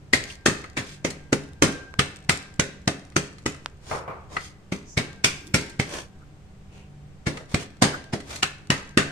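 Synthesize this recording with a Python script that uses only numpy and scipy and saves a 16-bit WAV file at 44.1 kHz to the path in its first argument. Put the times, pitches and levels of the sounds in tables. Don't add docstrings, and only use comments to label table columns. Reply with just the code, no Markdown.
import sys
import numpy as np
from scipy import signal
from scipy.fft import rfft, irfft
from scipy.io import wavfile

SR = 44100
rng = np.random.default_rng(int(sys.argv[2]) if len(sys.argv) > 2 else 0)


def transcribe(u):
    v = np.clip(np.atleast_2d(u).T, -1, 1)
    q = np.round(v * 32767).astype(np.int16)
    wavfile.write(sys.argv[1], SR, q)


N = 401751
LEAD, LENGTH = 1024, 32768
T = (np.arange(LENGTH) - LEAD) / SR
HZ = np.fft.rfftfreq(LENGTH, 1 / SR) + 1e-3
RUB_PEAK_S = 0.25

# (frequency [Hz], relative level [dB])
ROOM_TONE = [(15, 0.5), (35, -12), (65, 0.5), (100, -3), (160, -7.5), (230, -14.5), (310, -16), (750, -24),
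             (1500, -28), (2700, -32), (4000, -36.5), (8400, -39.5), (10500, -52), (14000, -52)]
# (frequency [Hz], level [dB])
HUM_TONES = [(80.7, -59), (145.3, -54.5), (193.8, -59), (301, -68.5), (403.7, -71), (759, -71.5)]
# (time [s], landing spot, force [dB], hollow boost [dB], crush time [s],
# freedom of the pot to rebound [dB], shove frequency [Hz], rim ring [dB])
BLOWS = [(0.1358, "clank", 18, -5, 0.0043, -1.5, 282, -43),
         (0.4629, "clunk", 18.5, 2, 0.0043, -1.5, 344, -47),
         (0.776, "clang", 8.5, -0.5, 0.007, 0.5, 260, -48.5), (1.05, "ping", 8, 6, 0.0041, -2, 258, -48),
         (1.33, "clunk", 13, 7.5, 0.0043, -6.5, 273, -46.5),
         (1.6246, "clunk", 18.5, 5.5, .0035, -0.5, 275, -31),
         (1.9947, "clack", 21.5, -7, 0.0035, -6, 130, -58),
         (2.2956, "clank", 19.5, -7.5, 0.0036, -3.5, 147, -46),
         (2.5981, "ping", 16, -0.5, 0.0026, -5, 155, -51), (2.879, "tock", 16, 0, 0.0032, -7, 201, -61),
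         (3.166, "clunk", 15.5, 2, 0.0041, -5, 328, -59), (3.4629, "clunk", 9, 3, 0.0038, -4, 262, -54.5),
         (4.7253, "clang", 4.5, 6.5, 0.0057, -3, 185, -70),
         (4.9784, "clang", 14.2, 0.5, 0.006, -2, 123, -43),
         (5.2464, "clink", 19.5, -7.5, 0.0044, -3, 252, -45),
         (5.5454, "clink", 15, 3, 0.0043, -1.5, 148, -41),
         (5.7994, "clang", 12.5, 0, 0.0046, -3.5, 140, -51),
         (7.274, "clang", 8, 6.5, 0.0089, -2.5, 129, -50), (7.546, "clang", 13, 3, .0035, -5, 153, -57),
         (7.8252, "tock", 21.5, -1, 0.0061, -0.5, 202, -40.5),
         (8.138, "tock", 5, 7.5, 0.0086, -3, 154, -54), (8.432, "clack", 22, -18, 0.0049, -8.5, 365, -68),
         (8.704, "clack", 18.5, -4.5, 0.0019, -2, 143, -41),
         (8.9759, "clack", 21.5, -1, 0.0025, -2, 223, -35.5)]
LANDING_SPOTS = {"clunk": (4.3, 590, 10.3, 1304, 8.5, 6400, 0.42),
                 "clank": (1, 1749.5, 21, 2017.5, 3.5, 4150, -1),
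                 "ping": (8.5, 557, 14, 2098, 25, 6200, -1), "clang": (0, 695, 10.5, 2242, 1, 4398, -2.5),
                 "clink": (8, 1380, 15, 2280, 7, 5500, 3.2), "tock": (9.5, 678, 7, 920, 7.5, 5197, -2),
                 "clack": (10, 1256, -0.5, 1783.5, 4, 2879.5, -5)}
# (frequency [Hz], relative level [dB])
CRUSH_COLOUR = [(30, -16.5), (70, 6), (150, 10), (300, 6.5), (600, 0), (900, -4.5), (1300, -2.5), (2000, 1),
                (3000, -3.5), (4500, -6), (7000, -8), (9000, -9.5), (11000, -25.5), (13500, -27.5)]
# (frequency [Hz], relative level [dB], t60 [s])
POT_MODES = [(148, 0.5, 0.38), (202.2, -6.5, 0.34), (277, -4.5, 0.48), (408.3, 0, 0.32), (533, -8.5, 0.29),
             (1750, -14.5, 0.53), (2070, -13, .25), (2640, -15, 0.51), (3810, -11.5, 0.26),
             (5760, -26, 0.39), (8122, -21, 0.27)]
# (frequency [Hz], t60 [s])
KITCHEN_DECAY = [(100, 0.29), (300, 0.54), (800, 0.52), (2000, 0.5), (5000, 0.45), (9000, 0.37),
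                 (14000, 0.34)]
# (peak time [s], swell time [s], level [dB], low grinding boost [dB])
SCRAPES = [(0.305, 0.027, -39, -5), (0.902, 0.038, -40, -9), (3.925, 0.043, -36, 9),
           (4.346, 0.024, -41.5, 18.5), (4.433, 0.037, -38.5, -22), (5.95, 0.044, -33, 13),
           (6.771, 0.036, -54, 14.5), (7.371, 0.043, -48, 23.5), (7.521, 0.018, -40.5, 11.5),
           (7.614, 0.019, -35, 8), (8.334, 0.036, -33.5, 9)]
# (frequency [Hz], relative level [dB])
SCRAPE_COLOUR = [(100, 6.5), (500, -2), (1200, -1), (2400, 2.5), (4000, 0.5), (6500, -0.5), (9000, -5),
                 (11000, -16), (14000, -22)]
# (peak time [s], swell time [s], frequency [Hz], level [dB])
SQUEAKS = [(0.306, 0.0074, 2830, -25), (4.917, 0.032, 6200, -36), (5.467, 0.059, 322, -24),
           (6.226, 0.015, 1300, -39), (6.791, 0.055, 2570, -43.5), (7.945, 0.011, 1474, -12.5)]
# (time [s], relative level [dB], treble boost [dB])
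TOUCHES = [(0.643, -26.5, -11), (1.1062, -34, 12.5), (3.123, -44.5, -4), (3.385, -43.5, 5),
           (3.5464, -33, -17), (4.369, -13, -16), (5.6994, -50.5, 20.5), (7.374, -26.5, -5),
           (8.2047, -37.5, 5.5), (8.3612, -37.5, 16)]
# (time [s], relative level [dB])
CLOSE_CLICKS = [(1.94, -33), (3.66, -20)]
# (frequency [Hz], relative level [dB])
CLICK_COLOUR = [(100, -13), (600, 4.5), (1400, 6), (3000, -2.5), (8000, -12.5), (14000, -35.5)]
# (time [s], level [dB])
FAR_KNOCKS = [(3.911, 16.5), (3.945, 9), (4.077, 9.5), (4.10, 4.5)]
# (frequency [Hz], relative level [dB])
KNOCK_COLOUR = [(60, -5.5), (150, 5), (250, -8.5), (450, 3.5), (750, 1), (1250, 4), (1700, -10.5),
                (2300, -8.5), (3200, -26), (9000, -42)]
# (frequency [Hz], correlation [clipped to 1])
MIC_LIKENESS = [(20, 0.5), (60, 2), (140, 0.69), (300, 0.8), (630, .5), (1300, 0), (15000, 0)]
# (frequency [Hz], left minus right [dB])
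MIC_BALANCE = [(60, -1.5), (200, .5), (700, -0.5), (2500, 2), (4100, 0), (6200, -4.5), (7300, -0.5),
               (8300, 10), (10000, 2.5), (12000, -1.5), (14500, 2)]


def amp(db):
    return 10 ** (np.asarray(db) / 20)


def read(points, hz):
    table_hz, value = np.transpose(points)
    return np.interp(np.log(hz + 1), np.log(table_hz + 1), value)


def unit(x):
    return x / np.sqrt((x ** 2).sum(-1).mean() + 1e-20)


def add(mix, time_s, sound):
    start = round(time_s * SR) - LEAD
    part = mix[:, max(start, 0):start + sound.shape[-1]]
    part += sound[..., max(-start, 0):][..., :part.shape[-1]]


def colour(x, db):
    log_gain = np.log(amp(np.maximum(db, -100)))
    phase = -signal.hilbert(np.r_[log_gain, log_gain[-2:0:-1]]).imag[:len(HZ)]
    return irfft(rfft(x) * np.exp(log_gain + 1j * phase))


def bump(hz, octaves):
    return np.exp(-.5 * (np.log2(HZ / hz) / octaves) ** 2)


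def shelf(hz):
    return 1 / (1 + (hz / HZ) ** 4)


def resonance(hz, width_hz):
    return 1 / (1 + ((HZ - hz) / width_hz) ** 2)


def grains(samples):
    return np.repeat(rng.standard_normal(LENGTH // samples), samples)


def diffuse(size):
    left, other = rfft(rng.standard_normal((2, size)))
    likeness = np.clip(read(MIC_LIKENESS, np.fft.rfftfreq(size, 1 / SR)), -1, 1)
    right = likeness * left + np.sqrt(1 - likeness ** 2) * other
    return irfft(np.array([left, right]), size)


def room_tone(level_db=-48):
    air = irfft(rfft(diffuse(N)) * amp(read(ROOM_TONE, np.fft.rfftfreq(N, 1 / SR))), N)
    return amp(level_db) * unit(air) * np.sqrt(N)


def appliance_hum(waver=0.53):
    t = np.arange(N) / SR
    knots = np.linspace(0, t[-1], num=40)
    hum = np.zeros(N)
    for hz, db in HUM_TONES:
        swell, drift = (np.interp(t, knots, walk) for walk in rng.standard_normal((2, len(knots))))
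        hum += np.sqrt(2) * amp(db) * (1 + waver * swell) * np.sin(2 * np.pi * hz * t + drift)
    return hum


def crunch(rise_s, fall_s, jolt=1.9, jolt_s=0.0013, grain_db=3):
    snaps = amp(grain_db * grains(32))
    envelope = np.exp(-np.where(T < 0, (T / rise_s) ** 2, T / fall_s))
    envelope += jolt * np.exp(-(T / jolt_s) ** 2)
    return unit(diffuse(LENGTH) * envelope * snaps)


def lesser_modes(depth_db=3.0):
    knots = np.linspace(0, SR / 2, num=220)
    return depth_db * np.interp(HZ, knots, rng.standard_normal(len(knots))) * shelf(600)


def heave(hz, lead_s=0.00098, slap_hz=430, slap_lag_s=0.00091, damping_cycles=2.2):
    cycles = hz * (T + lead_s)
    dip_phase = (np.pi * cycles) ** 2
    dip = (1 - 2 * dip_phase) * np.exp(-dip_phase)
    slap_phase = (np.pi * slap_hz * (T - slap_lag_s)) ** 2
    slap = (1 - 2 * slap_phase) * np.exp(-slap_phase)
    after_dip = np.maximum(cycles - 1 / 2, 0)
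    sway = np.cos(2 * np.pi * cycles) * np.minimum(2 * after_dip, 1) * np.exp(-after_dip / damping_cycles)
    return dip - 0.38 * slap + 0.24 * sway


def ring(hz, t60, spread=1.0):
    after = np.maximum(T, 0)
    phase = spread * rng.uniform(-1.3, 1, (2, 1)) * min(hz / 900, np.pi)
    onset = 1 - np.exp(-after * SR / 64)
    return np.sin(2 * np.pi * hz * after + phase) * amp(-60 * after / t60) * onset


def room(early_t60=0.15, late_db=-5.0, build_s=0.0035):
    hz, t, spectra = signal.stft(diffuse(LENGTH), SR, nperseg=256)
    age = np.maximum(t - LEAD / SR, 0)
    decay = amp(-60 * age / read(KITCHEN_DECAY, hz)[:, None])
    late = signal.istft(spectra * decay, SR, nperseg=256)[1][:, :LENGTH]
    after = np.maximum(T, 0)
    early = diffuse(LENGTH) * amp(-60 * after / early_t60)
    swell = 1 - np.exp(-after / build_s)
    return unit(unit(early * swell) + amp(late_db) * unit(late * swell ** 2))


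def crackle(per_s=45, fade_s=0.13):
    snaps = rng.exponential(1, LENGTH) * (rng.random(LENGTH) < per_s / SR)
    snaps *= (T > 0) * np.exp(-abs(T) / fade_s)
    return signal.fftconvolve(snaps[None], crunch(0.00032, 0.001), axes=1)[:, LEAD:LEAD + LENGTH]


def rim_song(hz=1587, t60=0.99, max_split_hz=16, seep_s=0.1):
    mode = ring(hz, t60, spread=.5)
    twin = ring(hz + max_split_hz * rng.uniform(-1, 1), t60, spread=.5)
    return (mode + 0.66 * twin) * (1 - np.exp(-np.maximum(T, 0) / seep_s))


def blow(spot, force_db, hollow_db, crush_s, free_db, shove_hz, rim_db,
         usual_weight_db=16.5, usual_free_db=-2):
    knock_db, knock_hz, clang_db, clang_hz, ping_db, ping_hz, bright_db = spot
    tone_db = force_db + hollow_db * bump(270, 1.0) + bright_db * shelf(3600)
    spot_db = (knock_db * resonance(knock_hz, 65) + clang_db * resonance(clang_hz, 130)
               + ping_db * resonance(ping_hz, 260))
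    spot_db = 13 * np.tanh(spot_db / 12)
    body_db = tone_db + read(CRUSH_COLOUR, HZ) + lesser_modes()
    contact = crunch(crush_s, fall_s=0.0063, jolt=2 * np.exp(-crush_s / 0.004))
    crack = colour(contact, body_db + spot_db - 7 * (1 - shelf(320)))
    after_snaps = colour(crackle(), body_db - 25 - 15 * (1 - shelf(3000)))
    echo = colour(room(), body_db + 0.43 * spot_db + free_db + 1)
    heavier_db, freer_db = force_db + hollow_db - usual_weight_db, free_db - usual_free_db
    shove = amp(-10.5 + heavier_db - 0.56 * freer_db) * heave(shove_hz)
    boom = amp(-15) * signal.fftconvolve(room(), shove[None], axes=1)[:, LEAD:LEAD + LENGTH]
    drive_db = tone_db + spot_db - 48
    metal = sum(amp(db + np.interp(hz, HZ, drive_db)) * ring(hz, t60) for hz, db, t60 in POT_MODES)
    rim = amp(rim_db) * rim_song()
    return crack + after_snaps + echo + shove + boom + metal + rim


def scrape(swell_s, level_db, grind_db, fall_ratio=1.2):
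    t = T - RUB_PEAK_S
    slips, catches = grains(64), grains(256)
    stroke = np.exp(-.5 * (t / np.where(t < 0, swell_s, fall_ratio * swell_s)) ** 2)
    roughness = amp(slips + 1.5 * catches - 1.5)
    colour_db = level_db + read(SCRAPE_COLOUR, HZ) + grind_db * bump(516, 1.0)
    return colour(diffuse(LENGTH) * stroke * roughness, colour_db + lesser_modes())


def squeak(swell_s, hz, level_db):
    stroke = np.exp(-.5 * ((T - RUB_PEAK_S) / swell_s) ** 2)
    return colour(diffuse(LENGTH) * stroke, level_db - 40 * (1 - bump(hz, octaves=0.42)))


def touch(level_db, treble_db, gain_db=26, room_db=-7):
    tap = crunch(0.0026, 0.005, jolt=0) + amp(room_db) * room()
    wall_db = 10 * sum(resonance(hz, 93) for hz in (1250, 2000, 4300))
    tilt_db = treble_db * shelf(3000) - 12 * (1 - shelf(450))
    return colour(tap, gain_db + level_db + read(CRUSH_COLOUR, HZ) + wall_db + tilt_db)


def close_click(level_db, gain_db=23, room_db=-20):
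    snap = crunch(0.00017, 0.00095, jolt=0) + amp(room_db) * room()
    return colour(snap, gain_db + level_db + read(CLICK_COLOUR, HZ))


def far_knock(level_db):
    echoes = room(early_t60=0.12, late_db=0.5, build_s=.001)
    return colour(echoes, level_db + read(KNOCK_COLOUR, HZ))


def scene():
    mix = np.zeros((2, N))
    for time_s, spot, *stroke in BLOWS:
        add(mix, time_s, blow(LANDING_SPOTS[spot], *stroke))
    for time_s, level_db, treble_db in TOUCHES:
        add(mix, time_s, touch(level_db, treble_db))
    for time_s, level_db in CLOSE_CLICKS:
        add(mix, time_s, close_click(level_db))
    for time_s, swell_s, level_db, grind_db in SCRAPES:
        add(mix, time_s - RUB_PEAK_S, scrape(swell_s, level_db, grind_db))
    for time_s, swell_s, hz, level_db in SQUEAKS:
        add(mix, time_s - RUB_PEAK_S, squeak(swell_s, hz, level_db))
    for time_s, level_db in FAR_KNOCKS:
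        add(mix, time_s, far_knock(level_db))
    return mix + room_tone() + appliance_hum()


def record(dry):
    ceiling, edge_hz = 0.92, 14300
    balance_db = read(MIC_BALANCE, np.fft.rfftfreq(N, 1 / SR))
    ports = amp(np.array([balance_db, -balance_db]) / 2)
    ported = irfft(rfft(dry) * ports / np.sqrt((ports ** 2).mean(0)), N)
    rounded = ported / (1 + (ported / ceiling) ** 6) ** (1 / 6)
    lowpass = signal.firwin(191, edge_hz, window=("kaiser", 9), fs=SR)
    return signal.oaconvolve(rounded, lowpass[None], "same")


dry = scene()
out = record(dry)
transcribe(out)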